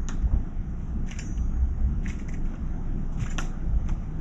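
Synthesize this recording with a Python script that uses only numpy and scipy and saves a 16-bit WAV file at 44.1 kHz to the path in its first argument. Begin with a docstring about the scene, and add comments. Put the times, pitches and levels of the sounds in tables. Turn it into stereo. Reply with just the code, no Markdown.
"""Crow at a steel seed bowl

On a glazed balcony a crow's bill stirs seeds, clicks, rings the bowl and cracks on the railing,
which buzzes; glass and walls echo, and the pushed tray thumps. Behind: city traffic, three low
wavering hums, wind at the two microphone ports. The camera housing adds a treble peak between notches."""
import sys
import numpy as np
from scipy import signal
from scipy.fft import rfft, irfft, next_fast_len
from scipy.io import wavfile
from scipy.ndimage import uniform_filter1d, map_coordinates

SR = 44100
rng = np.random.default_rng(int(sys.argv[2]) if len(sys.argv) > 2 else 0)


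def to_wav(sig):
    """Store sig (one row per channel, or 1-D mono) as 16-bit WAV at the path in sys.argv[1].

    Samples outside -1..1 are clipped; the rate is SR.
    """
    pcm = np.clip(np.atleast_2d(sig), -1, 1) * 32767
    pcm = np.round(pcm).astype(np.int16)
    wavfile.write(sys.argv[1], SR, pcm.T)  # frames by channels


N = 185543
TIME_S = np.arange(N) / SR

# camera housing response: (frequency [Hz], gain [dB])
HOUSING_GAIN = [(3000, -0.5), (3900, -4), (4350, -21.5), (4800, -4.5), (6000, 11), (7300, 2.5), (8100, -15),
                (8800, -40.5), (9600, -11.5), (12000, -14), (13000, -39), (14000, -24), (15000, -48.5)]
# glass echo of bill and seeds: (frequency [Hz], gain [dB])
GLASS_GAIN = [(400, -27), (1100, -10), (2200, 5.5), (3800, -5), (6000, -10), (12000, -18.5)]
# taps on the railing: (time [s], crack [dB], crack pitch [ratio], loss below mid pitch [dB/oct],
# loss above [dB/oct], pan [dB], buzz pitch [ratio], buzz t60 [s], buzz [dB], rattle [dB], seed jolt [dB])
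TAPS = [(0.0857, -30, 1.145, 1.5, 0, -1, 0.89, 0.18, -35.5, -50, -63.5),
        (2.5375, -41, 0.88, -3, 12, 0.5, .8, 0.089, -43, -74, -87),
        (3.3835, -18.5, 1.012, 3, 5, -2, 0.91, 0.11, -28.5, -48, -50.5),
        (3.8882, -41, 1.0, -3, 1.5, -4, 0.87, 0.085, -40.5, -64.5, -79.5)]


def amp(db):
    return 10 ** (np.asarray(db) / 20)


def unit(x):
    return x / np.sqrt(np.mean(x ** 2) + 1e-20)


def pan(db):
    """Stereo gains for a left-minus-right level."""
    return amp(db * np.array([[.5], [-.5]]))


def along(points, hz):
    """Interpolate (Hz, value) points on a log axis."""
    f, v = np.transpose(points)
    return np.interp(np.log(hz + 1), np.log(f + 1), v)


def curves(rows):
    """One value per sample for each column after the time."""
    s, *cols = np.transpose(rows)
    return [np.interp(TIME_S, s, c) for c in cols]


def wobble(rate_hz):
    """Smooth random curve, rate_hz knots a second."""
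    return map_coordinates(rng.standard_normal(int(N * rate_hz / SR) + 4), [TIME_S * rate_hz])


def burst(hz, cycles, t):
    """Sine that falls to 1/e in the given cycles."""
    return np.sin(2 * np.pi * hz * t) * np.exp(-t * hz / cycles)


def filtered(x, response, ends="odd"):
    """Apply response(hz); mirrored ends avoid clicks."""
    edge = SR // 4
    x = np.pad(x, [(0, 0)] * (x.ndim - 1) + [(edge, edge)], "reflect", reflect_type=ends)
    m = next_fast_len(x.shape[-1])
    return irfft(rfft(x, m) * response(np.fft.rfftfreq(m, 1 / SR)), m)[..., edge:edge + N]


def shaped(x, spectrum, ends="odd"):
    """Filter by (Hz, dB) points."""
    return filtered(x, lambda hz: amp(along(spectrum, hz)), ends)


def two_ports(three, shared):
    """One common signal with the given share of power, plus one per port."""
    return np.sqrt(shared) * three[0] + np.sqrt(1 - shared) * three[1:]


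def port_phase(x, lead):
    """Each port hears each frequency with its own phase."""
    return filtered(x, lambda hz: np.exp(.5j * along(lead, hz) * np.array([[1], [-1]])))


def rush(spectrum, patchy_db):
    """Stereo noise, rms 1, with random gain patches in time and frequency."""
    # (frequency [Hz], left-right correlation [ratio])
    coherence = [(60, 0.95), (140, 0.82), (280, 0.43), (500, 0.47), (900, 0.71), (1850, 0.76), (3600, 0.73),
                 (5500, 0.091), (12000, 0.076)]
    z = signal.stft(rng.standard_normal((2, N + 512)), nperseg=512)[2]
    patches = uniform_filter1d(rng.standard_normal(z.shape[1:]), size=6, axis=0)
    patches = unit(uniform_filter1d(patches, size=14, axis=1))
    pair = signal.istft(z * amp(patchy_db * patches), nperseg=512)[1][:, :N]

    def mid_side_gain(hz):
        angle = np.arccos(along(coherence, hz)) / 2
        return amp(along(spectrum, hz)) * [np.cos(angle), np.sin(angle)]

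    mid, side = filtered(pair, mid_side_gain, ends="even")
    return unit(np.array([mid + side, mid - side]))


def hums():
    """Three low sines wandering in pitch and level."""
    # level of each hum: (time [s], level [dB])
    deep_level = [(0.0, -29.5), (0.2, -26), (0.22, -31.5), (0.33, -27.5), (0.62, -33), (0.67, -41),
                  (0.77, -34), (1.08, -30.5), (1.21, -36.5), (1.56, -26), (1.77, -34), (1.83, -24),
                  (1.97, -33.5), (2.0, -37.5), (2.46, -24.5), (2.51, -32), (3.1, -25.5), (3.21, -36.5),
                  (3.34, -24.5), (3.57, -30.5), (3.76, -28.5), (4.04, -30.5), (4.17, -28.5), (4.21, -28)]
    middle_level = [(0.0, -24), (0.13, -56), (0.26, -17.5), (0.29, -51.5), (0.34, -19.5), (0.5, -49),
                    (0.6, -33), (0.87, -43.5), (0.91, -32.5), (1.26, -55.5), (1.4, -24.5), (1.52, -34),
                    (1.63, -20), (1.76, -46), (1.85, -22), (2.04, -56), (2.08, -35), (2.58, -48.5),
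                    (2.62, -27.5), (2.69, -41.5), (3.15, -43.5), (3.17, -32.5), (3.49, -50), (3.77, -24),
                    (3.79, -53.5), (4.21, -37.5)]
    upper_level = [(0, -51.5), (.8, -43.5), (1.8, -54.5), (2.5, -46), (2.7, -43.5), (3.2, -38.5),
                   (4.0, -48.5), (4.21, -35)]
    # (time [s], pitch [Hz])
    middle_pitch = [(0, 54.05), (.45, 54.37), (.6, 60.65), (1.3, 60.37), (1.6, 62.52), (1.9, 63.18),
                    (2.8, 61.32), (3.2, 65.84), (3.6, 55.2), (4.21, 54.16)]
    deep_hz, middle_hz, upper_hz = 25.46, curves(middle_pitch)[0], 150.5
    drift, waver_db = 0.0244, 1.5
    out = 0
    for hz, level in ((deep_hz, deep_level), (middle_hz, middle_level), (upper_hz, upper_level)):
        turns = np.cumsum(hz * (1 + drift * wobble(5))) / SR + rng.random()
        rms = amp(curves(level)[0] + waver_db * wobble(11))
        out = out + np.sqrt(2) * rms * np.sin(2 * np.pi * turns)
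    return out


def wind():
    """Gusts buffet the ports with low noise."""
    # (time [s], level [dB])
    gusts = [(0.0, -56), (0.14, -35.5), (0.3, -26), (0.53, -41), (0.6, -26), (0.66, -37), (1.8, -31.5),
             (1.86, -26), (2.27, -40), (2.99, -33), (3.07, -54), (3.22, -20.5), (3.3, -45), (3.53, -53),
             (3.76, -27.5), (3.78, -29.5), (3.99, -32), (4.21, -46.5)]
    # (frequency [Hz], density [dB])
    spectrum = [(18, -43), (30, 5.5), (41, -2.5), (65, -1), (97, -6.5), (160, -14.5), (210, -12.5),
                (350, -120)]
    gust_db = curves(gusts)[0] + 1.5 * wobble(8)
    return amp(gust_db) * rush(spectrum, patchy_db=0)


def traffic():
    """Low roar and broad hiss from the street."""
    # (time [s], roar [dB], hiss [dB])
    levels = [(0.0, -37.5, -49.5), (0.3, -39, -49), (0.34, -32.5, -48.5), (0.56, -41, -50),
              (1.01, -36, -49.5), (1.05, -38.5, -49), (2.46, -36.5, -49.5), (2.49, -40, -47),
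              (2.79, -36, -48), (4.21, -38.5, -48)]
    # spectra: (frequency [Hz], density [dB])
    roar = [(53, -33.5), (90, -2), (118, -8.5), (140, -5.5), (193, -2.5), (333, -12.5), (367, -15.5),
            (394, -17), (600, -46), (780, -56.5), (1320, -120)]
    hiss = [(300, -11.5), (450, 5.5), (750, 5), (1400, -1.5), (2200, -12), (3500, -22), (6000, -29),
            (10000, -27.5), (16000, -21.5)]
    roar_db, hiss_db = curves(levels)
    return amp(roar_db) * rush(roar, patchy_db=1.5) + amp(hiss_db) * rush(hiss, patchy_db=1.68)


def background():
    """Hums, wind and traffic, stronger on the right."""
    # (frequency [Hz], left minus right [dB])
    balance = [(60, -4), (170, -5), (330, -1.5), (510, -0.5), (860, -4), (1470, -1), (2200, -1.5),
               (7300, -2)]
    return filtered(hums() + wind() + traffic(), lambda hz: pan(along(balance, hz)))


def puffs():
    """Short octave-wide swells of turbulence, mostly at the left port."""
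    # (time [s], half-width [s], level [dB], centre [Hz])
    swells = [(0.279, 0.012, -50, 630), (0.321, 0.0098, -49, 725), (0.335, 0.047, -50.5, 690),
              (0.374, 0.021, -51, 744)]
    out = np.zeros(N)
    for s, width_s, db, centre_hz in swells:
        band = lambda hz: np.exp(-(np.log2((hz + 1) / centre_hz) / 0.63) ** 2)
        eddy = unit(filtered(rng.standard_normal(N), band, ends="even"))
        out += amp(db) * np.exp(-((TIME_S - s) / width_s) ** 2) * eddy
    return out * pan(5)


def glazing(x, colour):
    """Strong, dull first echo off the glass, slightly later on the left."""
    delay_s = .0055 + .0001 * np.array([[.5], [-.5]])
    return filtered(x, lambda hz: amp(along(colour, hz)) * np.exp(-2j * np.pi * hz * delay_s))


def balcony(x):
    """Direct sound, wall echoes and a noise tail redrawn every quarter second."""
    # (delay [s], gain [dB])
    walls = [(.008, -21.5), (0.014, -35.5), (0.022, -29.5), (0.027, -34)]
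    # (frequency [Hz], t60 [s])
    decay = [(300, 0.57), (1500, 0.35), (4000, 0.075), (10000, 0.22)]
    step, tail_delay_samples, tail_db = SR // 4, 300, -10
    out = x.copy()
    for s, db in walls:
        out[:, round(s * SR):] += amp(db) * x[:, :-round(s * SR)]
    for start in range(0, N, step):
        hz, t, z = signal.stft(rng.standard_normal((2, SR // 2)), SR, nperseg=256)
        tail = signal.istft(z * amp(-60 * t / along(decay, hz)[:, None]), SR, nperseg=256)[1]
        wet = signal.fftconvolve(x[:, start:start + step], tail / np.linalg.norm(tail[0]), axes=1)
        room = out[:, start + tail_delay_samples:]
        room[:, :wet.shape[1]] += amp(tail_db) * wet[:, :room.shape[1]]
    return out


def tray_thumps():
    """The pushed tray gives short low pulses."""
    # (time [s], half-width [s], level [dB], pitch [Hz])
    pushes = [(3.224, 0.0087, -19, 126), (3.702, 0.0055, -19.5, 95), (3.917, 0.0029, -21, 122)]
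    out = np.zeros(N)
    for s, width_s, db, hz in pushes:
        t = TIME_S - s
        out += amp(db) * np.exp(-(t / width_s) ** 2) * np.cos(2 * np.pi * hz * t)
    return out * pan(5)


def husk_splash():
    """Husks thrown against the steel: fine bright grains, unrelated at the two ports."""
    # (time [s], level [dB], t60 [s])
    throws = [(1.09, -74, 0.24), (1.19, -52, .2), (2.081, -68, 0.29), (2.286, -59, 0.27), (3.2, -58, 0.34),
              (3.3, -63, .5), (3.38, -38.5, 0.22), (3.885, -70, 0.14)]
    # (frequency [Hz], density [dB])
    spectrum = [(8000, -42), (9500, 4.5), (12000, 9.5), (14000, 5.5), (16000, -12.5)]
    grains_per_s, rise_s = 5000, 0.0033
    grains = (rng.random((2, N)) < grains_per_s / SR) * rng.standard_normal((2, N))
    envelope = np.zeros(N)
    for s, db, t60 in throws:
        age = np.maximum(TIME_S - s, 0)
        envelope += amp(db - 60 * age / t60) * (1 - np.exp(-age / rise_s))
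    return envelope * pan(-3) * unit(shaped(grains, spectrum, ends="even"))


def collisions(per_s, spread_db, shared):
    """Random stereo impulses of uneven size."""
    hits = (rng.random((3, N)) < per_s / SR) * rng.standard_normal((3, N))
    size_db = spread_db * np.minimum(rng.exponential(size=(3, N)), 4)
    return two_ports(hits * amp(size_db), shared)


def seeds():
    """Seeds collide, dull bodies and bright husks; each stir or rail jolt rises, holds and settles."""
    # (start [s], hold [s], level [dB], brightness [dB])
    stirs = [(0.785, 0.11, -74, 3.5), (1.062, 0.008, -62.5, -0.5), (1.076, 0.012, -59, -1.5),
             (1.103, 0.018, -58, -1.5), (1.161, 0.072, -60, -2.5), (2.03, 0.047, -56.5, -7),
             (2.076, 0.013, -54.5, 0), (2.083, 0.0067, -55.5, 3.5), (2.186, 0.011, -63, 4.5),
             (2.282, 0.01, -68, 11), (2.322, 0.012, -63, 1.5), (2.446, 0.009, -67.5, 0),
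             (2.493, 0.036, -74, -11.5), (3.12, 0.0085, -67, 7), (3.174, .02, -62, -1),
             (3.196, 0.0087, -56.5, 2), (3.21, 0.016, -53, -4), (3.256, 0.013, -64, -0.5),
             (3.3, 0.0067, -55.5, 6), (3.852, 0.012, -75, 7.5), (3.877, 0.0056, -63, 1),
             (4.005, 0.019, -69, -17)]
    # (frequency [Hz], density [dB])
    body_spectrum = [(500, -5), (1200, 2), (2000, 1.5), (3000, -1), (4000, -1.5), (4600, -14.5)]
    husk_spectrum = [(3500, -16.5), (4500, 4.5), (6000, -0.5), (8000, 10.5), (9500, -0.5), (12000, -6.5),
                     (16000, 4.5)]
    attack_s, settle_db_per_s = 0.0019, 206.5
    rest_db, rest_bright_db = -87.5, -13.5
    jolt_hold_s, jolt_bright_db = 0.024, 8
    coarse = collisions(per_s=1700, spread_db=2.9, shared=0.49)
    fine = collisions(per_s=9000, spread_db=4.0, shared=0.41)
    body = unit(shaped(coarse, body_spectrum))
    husk = unit(shaped(fine + 0.12 * coarse, husk_spectrum))
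    out = amp(rest_db) * (body + amp(rest_bright_db) * husk)
    jolts = [(s, jolt_hold_s, db, jolt_bright_db) for s, *_, db in TAPS]
    for s, hold_s, db, bright_db in stirs + jolts:
        at = slice(round(s * SR), round(s * SR) + SR // 2)
        age = TIME_S[at] - at.start / SR
        rise = np.clip(age / attack_s, 0, 1) ** 2
        settle_db = settle_db_per_s * np.maximum(age - attack_s - hold_s, 0)
        out[:, at] += rise * amp(db - settle_db) * (body[:, at] + amp(bright_db) * husk[:, at])
    return out


def resonant_noise(modes, pitch):
    """Stereo noise through the rail's resonances, rms 1."""
    noise = two_ports(rng.standard_normal((3, N)), shared=0.7)
    peaks = lambda f: sum(amp(db) / (1 + ((f / pitch - hz) / width) ** 2) for hz, width, db in modes)
    return unit(filtered(noise, peaks, ends="even"))


def rail_buzz():
    """The loose rail buzzes and rattles; the buzz pitch depends on the place of the tap."""
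    # (base frequency [Hz], half-width [Hz], level [dB]); the last row rattles
    modes = [(724, 840, -13.5), (1120, 540, -11), (1480, 120, 1), (1800, 200, -7), (4100, 880, 0)]
    lag_s, rise_s, rattle_t60_s = 0.0019, 0.00057, .4
    out = np.zeros((2, N))
    rattle_noise = resonant_noise(modes[-1:], pitch=0.93)
    for s, *_, pitch, t60, buzz_db, rattle_db, _ in TAPS:
        age = np.maximum(TIME_S - s - lag_s, 0)
        buzz = amp(buzz_db - 60 * age / t60) * resonant_noise(modes[:-1], pitch)
        rattle = amp(rattle_db - 60 * age / rattle_t60_s) * rattle_noise
        out += (1 - np.exp(-age / rise_s)) * (buzz + rattle)
    return out


def rail_cracks():
    """Bill on railing: grit, brief modes staggered over about a millisecond, and a glass echo."""
    # (base frequency [Hz], level [dB])
    modes = [(320, -1.5), (750, -5.5), (1100, -11), (1420, -8), (1680, -4.5), (2500, 0), (3400, 6),
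             (5900, 6.5), (11800, -18.5), (13900, -0.5)]
    # glass echo of a tap: (frequency [Hz], gain [dB])
    echo_gain = [(400, -19.5), (800, -15.5), (1300, 2.5), (1800, 5.5), (2600, 2.5), (3600, -7),
                 (6000, -8.5), (12000, -16.5)]
    mid_hz, cycles, stagger_s, rise_s = 1580, 2.55, 0.00042, 0.000061
    out, t = np.zeros((2, N + SR)), np.arange(SR // 50) / SR
    for s, db, pitch, below_db, above_db, pan_db, *_ in TAPS:
        noise = rng.standard_normal(len(t))
        grit = np.gradient(uniform_filter1d(noise, size=5)) * np.exp(-t / 0.0029)
        crack = 1.7 * amp(-2 * above_db) * grit
        for (hz, mode_db), late in zip(modes, noise):
            age = np.maximum(t - stagger_s * abs(late), 0)
            loss_db = abs(np.log2(hz / mid_hz)) * (below_db if hz < mid_hz else above_db)
            crack += amp(mode_db - loss_db) * burst(hz * pitch, cycles, age) * (1 - np.exp(-age / rise_s))
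        out[:, round(s * SR):][:, :len(t)] += amp(db) * pan(pan_db) * crack
    return out[:, :N] + glazing(out[:, :N], echo_gain)


def bowl():
    """Rim blows ring the steel; close modes beat, the resting bill damps them."""
    # (frequency [Hz], level after the housing [dB], free t60 [s], build-up [s], pan [dB], sign [+/-1])
    modes = [(2998, -4, .15, 0, -5, 1), (4812, -10, .13, 0, -4, 1), (5550, -2.5, .23, .006, 0, 1),
             (5667, -19, .6, 0, -1, 1), (5976.6, -1, .77, .04, -3.5, 1), (5995.8, -9, .5, 0, 7, -1),
             (6594, -9, 1.55, .015, 2.5, 1), (7122.8, 0, .22, 0, -1, 1), (7148, -17, .5, 0, -5, 1),
             (7172, -1, .08, 0, 4, 1), (7350, -17, .7, 0, -3, 1), (8283, -28, .55, 0, -10, 1),
             (9249, -26, .25, 0, -1, 1), (10520, -33, .4, 0, 0, 1)]
    # (time [s], level [dB], damping [1 = free], favoured pitch [Hz], loss an octave off [dB], rise [s])
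    blows = [(-.3, -39.5, 1.4, 6600, 17.5, .001), (1.1878, -43.5, 1.02, 6600, -2, 0.0014),
             (3.293, -40.5, 2.3, 3000, 42, 0.0017), (3.244, -42.5, 1.9, 7123, 92, 0.006),
             (3.297, -38, 1.6, 7123, 90.5, 0.0098), (3.3795, -52, 2, 5975, 31, 0.00084)]
    jitters_db = [2.3 * wobble(35) for _ in modes]  # seeds on the steel roughen each mode
    out = np.zeros((2, N))
    for s, db, damping, favoured_hz, loss_db, rise_s in blows:
        at = slice(max(round(s * SR), 0) + 1, round(s * SR) + SR)
        age = TIME_S[at] - s
        for (hz, mode_db, t60, build_s, pan_db, sign), jitter_db in zip(modes, jitters_db):
            octaves_off = abs(np.log2(hz / favoured_hz))
            start_db = db + mode_db - loss_db * octaves_off ** .5 - along(HOUSING_GAIN, hz)
            decay = amp(start_db + jitter_db[at] - 60 * age * damping / t60)
            rise = 1 - np.exp(-age / (rise_s + build_s / damping ** 2))
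            out[:, at] += sign * pan(pan_db) * rise * decay * np.sin(2 * np.pi * hz * age)
    return out


def bill_clicks():
    """Bill among the seeds: crunchy knock, tray thud, bright gritty edge, and a glass echo."""
    # (time [s], knock [dB], knock [Hz], edge [dB], edge [Hz], pan [dB])
    clicks = [(0.2226, -46, 1840, -50, 6160, -1.5), (1.0655, -47, 2930, -52.5, 6250, 2.5),
              (1.0714, -39, 3020, -58, 6000, 1.5), (1.084, -34, 1795, -49, 6000, 2),
              (1.089, -38.5, 2000, -39, 5967, 1.5), (1.1108, -21, 2800, -30.5, 6200, 0),
              (1.119, -45.5, 2500, -42, 5800, -3), (1.1237, -36, 2100, -43.5, 5650, 0),
              (1.133, -41.5, 2090, -53, 5770, 1.5), (1.137, -33.5, 2010, -43.5, 5600, -2.5),
              (1.158, -34.5, 2350, -43.5, 6160, 1.5), (1.1872, -49, 2700, -26.5, 7200, -2),
              (1.189, -24, 2700, -27.5, 5810, 2), (1.1907, -32, 1650, -37.5, 5400, 0),
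              (1.3761, -36, 2940, -52, 6900, 1.5), (1.71, -63.5, 2500, -60.5, 6200, 0.5),
              (2.0562, -21, 1896, -52.5, 6200, -1.5), (2.080, -54, 2030, -39, 6285, -2),
              (2.085, -37, 1900, -40, 6300, -0.5), (2.092, -44, 2290, -38, 6500, 2),
              (2.097, -26, 2250, -34.5, 5950, 1), (2.191, -31.5, 1910, -67, 6200, -1),
              (2.285, -31, 2060, -37.5, 6000, 0.5), (2.2905, -42.5, 2020, -43.5, 7800, -0.5),
              (2.335, -32, 2150, -53.5, 6260, 6.5), (2.3375, -32, 1880, -40, 6300, -3),
              (2.344, -36, 2000, -57.5, 6200, 0), (2.454, -42.5, 2430, -51.5, 6140, -0.5),
              (2.515, -50.5, 2300, -53, 6300, -2.5), (2.5505, -49, 2660, -63.5, 6200, 2),
              (2.555, -42, 3000, -54.5, 6370, -1.5), (3.181, -46.5, 2391, -57, 6290, 0),
              (3.198, -40.5, 1085, -53, 6030, -3.5), (3.204, -39, 2690, -43, 6180, -11.5),
              (3.222, -36.5, 1560, -44, 5670, -6), (3.238, -48.5, 1680, -55.5, 6030, 0),
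              (3.26, -33, 1180, -44.5, 6900, -7), (3.2644, -28.5, 1545, -49, 6236, 0.5),
              (3.2803, -35.5, 1700, -44, 7000, 4), (3.284, -48.5, 2180, -58.5, 6500, -3),
              (3.31, -30.5, 1680, -47, 5970, 3.5), (3.318, -43, 2470, -47.5, 5193, 0),
              (3.331, -54.5, 2020, -48, 5100, -2), (3.861, -45.5, 2370, -50.5, 6330, 5.5),
              (3.8805, -40.5, 2410, -53, 6270, 2.5), (3.8935, -31.5, 863, -51, 7200, -1.5)]
    # rim's effect on the direct knock, bill deep in the bowl: (from [s], to [s], gain [dB])
    shading = [(1.05, 1.2, -4), (2.02, 2.4, -9), (3.17, 3.34, 2.5), (3.85, 3.885, -2)]
    knock_cycles, edge_cycles, thud_hz, thud_db = 2.2, 3, 930, -25
    direct, to_glass = np.zeros((2, 2, N + SR))
    t = np.arange(SR // 50) / SR
    thud = amp(thud_db) * burst(thud_hz, knock_cycles, t)
    for s, knock_db, knock_hz, edge_db, edge_hz, pan_db in clicks:
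        noise = rng.standard_normal(len(t))
        crunch = (uniform_filter1d(noise, 9) - uniform_filter1d(noise, 30)) * np.exp(-t / 0.0038)
        grit = uniform_filter1d(noise[::-1], 4) * np.exp(-t / 0.0043)
        knock = amp(knock_db) * (burst(knock_hz, knock_cycles, t) + 0.7 * crunch + thud)
        edge = amp(edge_db) * (burst(edge_hz, edge_cycles, t) + 0.56 * grit)
        contact = pan(pan_db) * (1 - np.exp(-t / 0.00057))  # the horn of the bill gives a little
        shade_db = sum(db for start, end, db in shading if start < s < end)
        at = slice(round(s * SR), round(s * SR) + len(t))
        direct[:, at] += contact * (amp(shade_db) * knock + edge)
        to_glass[:, at] += contact * (knock + edge)
    return direct[:, :N] + glazing(to_glass[:, :N], GLASS_GAIN)


def scene():
    """Street and crow reach the ports with different phase."""
    # (frequency [Hz], left port lead [rad])
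    street_lead = [(20, 0), (60, 0.31), (150, 0.47), (300, 0), (750, 5), (1250, 1.5), (1900, 1.5),
                   (2600, 1.5), (3500, 0.2)]
    crow_lead = [(300, -1.9), (1250, 0.95), (1850, 0.88), (2600, 0.88), (6500, -0.99), (10000, -0.36)]
    stir = seeds()
    pecking = bill_clicks() + rail_cracks() + stir + glazing(stir, GLASS_GAIN)
    crow = port_phase(balcony(pecking) + bowl() + rail_buzz(), crow_lead)
    backdrop = port_phase(background() + tray_thumps(), street_lead)
    return backdrop + puffs() + crow + husk_splash()


def record(dry):
    """Housing colour, short end fade, camera band limit."""
    fade_s, top_hz = .004, 15100
    fade = np.clip(TIME_S[::-1] / fade_s, 0, 1)
    return filtered(shaped(dry, HOUSING_GAIN) * fade, lambda hz: hz < top_hz)


dry = scene()
out = record(dry)
to_wav(out)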